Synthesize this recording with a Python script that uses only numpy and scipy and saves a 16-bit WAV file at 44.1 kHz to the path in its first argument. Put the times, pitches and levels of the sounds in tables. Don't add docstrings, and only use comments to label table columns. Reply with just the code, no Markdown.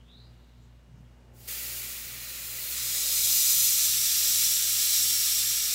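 import sys
import numpy as np
from scipy import signal
from scipy.fft import rfft, irfft, next_fast_len
from scipy.io import wavfile
from scipy.ndimage import uniform_filter1d, map_coordinates

SR = 44100
rng = np.random.default_rng(int(sys.argv[2]) if len(sys.argv) > 2 else 0)


def waveform_to_disk(signal):
    frames = np.transpose(np.atleast_2d(signal))
    scaled = np.clip(frames, -1, 1) * 32767
    samples = np.round(scaled).astype(np.int16)
    wavfile.write(sys.argv[1], SR, samples)


N = 253292
T = np.arange(N) / SR
FFT_SIZE = next_fast_len(N, real=True)
HZ = np.maximum(np.fft.rfftfreq(FFT_SIZE, 1 / SR), .1)
TOP_HZ = 15780


def undb(db):
    return 10 ** (np.asarray(db) / 20)


def unit(x):
    return x / np.sqrt(np.mean(x ** 2))


def swell(peak_s, half_length_s):
    return np.exp(-((T - peak_s) / half_length_s) ** 2)


def ramp(start_s, duration_s):
    return np.sin(np.pi / 2 * np.clip((T - start_s) / duration_s, 0, 1)) ** 2


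def drift(rate):
    points = rng.standard_normal(8192)
    path = np.interp(T * 2 * rate, np.arange(len(points)), points)
    return unit(uniform_filter1d(path, max(int(SR / rate / 4), 1)))


def turbulence(colour, resonances=()):
    hz, db = np.transpose(colour)
    shape_db = np.interp(np.log(HZ), np.log(hz), db)
    for centre, width, lift in resonances:
        shape_db += lift / (1 + (2 * (HZ - centre) / width) ** 2)
    white = rfft(rng.standard_normal(FFT_SIZE))
    return unit(irfft(white * undb(shape_db) * (HZ < TOP_HZ), FFT_SIZE)[:N])


def rasp(hz, width_hz):
    phase = 2 * np.pi * np.cumsum(hz * np.ones(N)) / SR
    return unit(drift(width_hz) * np.cos(phase) + drift(width_hz) * np.sin(phase))


def tilt(x, db_per_octave):
    octave = np.clip(np.log2(HZ / 7000), -2, 1)
    spectrum = rfft(x, FFT_SIZE)
    out = np.zeros(N)
    for k in range(-2, 2):
        band = irfft(spectrum * np.maximum(1 - abs(octave - k), 0), FFT_SIZE)[:N]
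        out += band * undb(k * db_per_octave)
    return out


# freq_hz, gain_db
ROOM_COLOUR = [(20, -25), (45, -7.5), (75, 2.5), (100, 0.5), (160, 2.5), (280, -7), (550, -10), (750, -13),
               (2000, -18.5), (4000, -25), (7500, -28.5), (10000, -35), (15500, -37)]
def room():
    return undb(-61 + .5 * drift(1.78)) * turbulence(ROOM_COLOUR)


# pitch_hz, rms_level_db
HUM_TONES = [(58.65, -56), (117.3, -64), (120, -61), (151.5, -79), (239.6, -68.5), (2859, -82.5)]
def compressor():
    first_beat_s = .28
    ease_db = -.35 * (T - T.mean())
    hum = np.zeros(N)
    for hz, db in HUM_TONES:
        amplitude = np.sqrt(2) * undb(db + ease_db + 1.15 * drift(4))
        hum += amplitude * np.sin(2 * np.pi * hz * (T - first_beat_s))
    return hum


def hose():
    start_hz, top_hz = 3230, 4030
    hz = start_hz + (top_hz - start_hz) * ramp(0, duration_s=.23)
    rub = turbulence([(1000, -25), (2500, -10), (4000, 1), (5500, -19), (9000, -25)])
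    slide = undb(-58.5) * swell(.168, .094) * rasp(hz, width_hz=380)
    return slide + undb(-72) * swell(.42, .39) * rub


# peak_s, pitch_hz, width_hz, half_length_s, level_db
FINGER_RUBS = [(.01, 3050, 250, 0.022, -68), (.095, 2700, 300, .018, -71), (.26, 4750, 300, .07, -71),
               (.645, 7000, 1200, .03, -76), (.975, 6000, 1300, 0.049, -76), (1.02, 11500, 500, .035, -86),
               (1.06, 3200, 250, .015, -76)]
# peak_s, half_length_s, level_db
HAND_SHIFTS = [(1.457, 0.39, -63.5), (3.1, 0.3, -57), (4.28, .1, -61.5)]
# freq_hz, gain_db
RUSH_COLOUR = [(120, -6), (260, -8.5), (380, 4), (450, -1.5), (540, 3.5), (720, -6), (850, -1.5),
               (1000, -16), (1500, -14.5), (4000, -41)]
def handling():
    rubs = sum(undb(db) * swell(s, half) * rasp(hz, width) for s, hz, width, half, db in FINGER_RUBS)
    shifting = sum(undb(db) * swell(s, half) for s, half, db in HAND_SHIFTS)
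    return rubs + shifting * turbulence(RUSH_COLOUR)


def squeal():
    top_s, top_hz, waver_hz = .47, 13400, 250
    sag_hz = 20000 * np.minimum((T - top_s) ** 2, .1)
    hz = top_hz - sag_hz + waver_hz * drift(5)
    return undb(-88) * swell(.52, .27) * rasp(hz, width_hz=60)


# peak_s, pitch_hz, half_length_s, level_db
DESK_BUMPS = [(0.962, 148, 0.072, -53.5), (0.996, 195, 0.045, -58), (1.45, 84, .03, -58)]
def bumps():
    return sum(undb(db) * swell(s, half) * rasp(hz, width_hz=28) for s, hz, half, db in DESK_BUMPS)


def valve():
    leak, leak_start_s, leak_rise_s = undb(-13.5), 1.328, .15
    leaking = leak * np.clip((T - leak_start_s) / leak_rise_s, 0, 1)
    return leaking + (1 - leak) * ramp(start_s=1.471, duration_s=.014)


# freq_hz, gain_db
FREE_COLOUR = [(700, -31), (1050, -13.5), (1230, -6), (1650, -7), (2000, 1), (3200, -1.5), (5000, -0.5),
               (8000, 0.5), (9800, 0), (12500, 3.5), (15500, 3.5)]
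RIM_COLOUR = [(700, -32), (1080, -24), (1220, -13.5), (1550, -18.5), (2300, -9), (3000, -8), (3700, -2.5),
              (4550, -6), (5400, -0.5), (7500, 0), (9700, -3.5), (12000, -1), (15500, -2)]
FACE_COLOUR = [(700, -32.5), (1080, -25.5), (1220, -13.5), (1550, -16.5), (2300, -9), (2950, -5.5),
               (3700, -1), (4450, -2.5), (5400, 0.5), (8500, -0.5), (10300, -2.5), (12000, -0.5),
               (15500, -2.5)]
# centre_hz, width_hz, lift_db
FREE_RESONANCES = [(2000, 200, -2), (2450, 240, 0.5), (4050, 150, 2.5), (4650, 130, 1.5), (6650, 250, 2.5),
                   (7120, 180, 3), (11900, 200, -2), (14700, 400, 4.5)]
RIM_RESONANCES = [(2300, 180, 1.8), (4160, 360, 6.6), (4980, 210, 5.7), (6220, 150, 1.7), (7000, 260, 5.1),
                  (7920, 170, 5.8), (8680, 180, 4), (11100, 350, 4.6), (13000, 140, 3), (13800, 170, 4.6),
                  (14000, 180, 2.1), (15200, 170, 3)]
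FACE_RESONANCES = [(1700, 79, 5.7), (2250, 140, 2.9), (3530, 73, 3.4), (4140, 250, 3.5), (4870, 130, 3.2),
                   (5675, 350, 6.2), (7480, 200, 6.7), (7830, 150, 5.2), (11300, 160, 4.5),
                   (11580, 150, 2.5), (14300, 240, 4.8), (15150, 220, 2.5)]
def jet_hiss(shares, push_db):
    layers = [turbulence(FREE_COLOUR, FREE_RESONANCES),
              turbulence(RIM_COLOUR, RIM_RESONANCES),
              turbulence(FACE_COLOUR, FACE_RESONANCES)]
    hiss = sum(np.sqrt(share) * layer for share, layer in zip(shares, layers))
    return tilt(hiss, db_per_octave=.4 * push_db)


def desk_echoes(x, echo_db=-17, far_s=.016, sway_s=.00002, count=8):
    oversampled = signal.resample_poly(x, 4, 1)
    for lag_s in np.linspace(far_s / count, far_s, count) * rng.uniform(.8, 1.2, count):
        position = (T - lag_s - sway_s * drift(1.3)) * SR * 4
        x = x + undb(echo_db) * map_coordinates(oversampled, [position], order=1)
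    return unit(x)


# peak_s, pitch_hz, width_hz, half_length_s, level_vs_hiss_db
EDGE_TONES = [(1.54, 4710, 85, 0.4, -16.5), (2.353, 4110, 60.6, .25, -15), (2.502, 7240, 100.4, .14, -13),
              (2.703, 4290, 50, 0.11, -15), (3.05, 4980, 80, 0.72, -19.5), (3.2, 7060, 119, .22, -19),
              (3.3, 13300, 131, .25, -14), (3.618, 6043, 159.3, 0.5, -12), (4.4, 7320, 110.8, 0.53, -15.5),
              (4.907, 4060, 170.5, 0.1, -12.5), (5.2, 5510, 260, 0.21, -11)]
def whistles():
    return sum(undb(db) * swell(s, half) * rasp(hz, width) for s, hz, width, half, db in EDGE_TONES)


# start_s, duration_s, aim_step
AIM_MOVES = [(2.694, .09, 0.73), (2.8, 0.45, 0.3), (3.617, 0.39, .98)]
# hiss_level_db, draught_level_db
EASY_PULL = [(-35.5, -60), (-25, -63.5), (-24.5, -63)]
# time_s, hiss_level_db
FREE_SPRAY = [(1.5, -35.5), (1.834, -36), (2.136, -39.5), (2.44, -37.5), (2.68, -34)]
STENCIL_SPRAY = [(2.8, -31), (3.31, -23.5), (3.6, -22.5), (3.97, -25), (4.46, -23.5), (4.61, -25.5),
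                 (4.95, -24), (5.4, -25.5), (5.62, -27), (5.74, -26.5)]
def airbrush():
    hiss_db = np.interp(T, *np.vstack([FREE_SPRAY, STENCIL_SPRAY]).T)
    travel = sum(step * ramp(s, duration) for s, duration, step in AIM_MOVES)
    aim = np.clip(travel, 0, 2)
    shares = np.array([np.maximum(1 - abs(aim - k), 0) for k in range(3)])
    easy_hiss_db, easy_draught_db = np.transpose(EASY_PULL) @ shares
    push_db = hiss_db - easy_hiss_db
    jet = desk_echoes(jet_hiss(shares, push_db)) + whistles()
    flutter_db = .34 * drift(30)
    draught = undb(easy_draught_db + .7 * push_db) * turbulence(RUSH_COLOUR)
    return valve() * (undb(hiss_db + flutter_db) * jet + draught)


def scene():
    mono = airbrush() + hose() + handling() + squeal() + compressor() + bumps() + room()
    return np.array([mono, mono])


def record(dry):
    return signal.sosfilt(signal.ellip(12, .1, 80, TOP_HZ, fs=SR, output="sos"), dry)


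dry = scene()
out = record(dry)
waveform_to_disk(out)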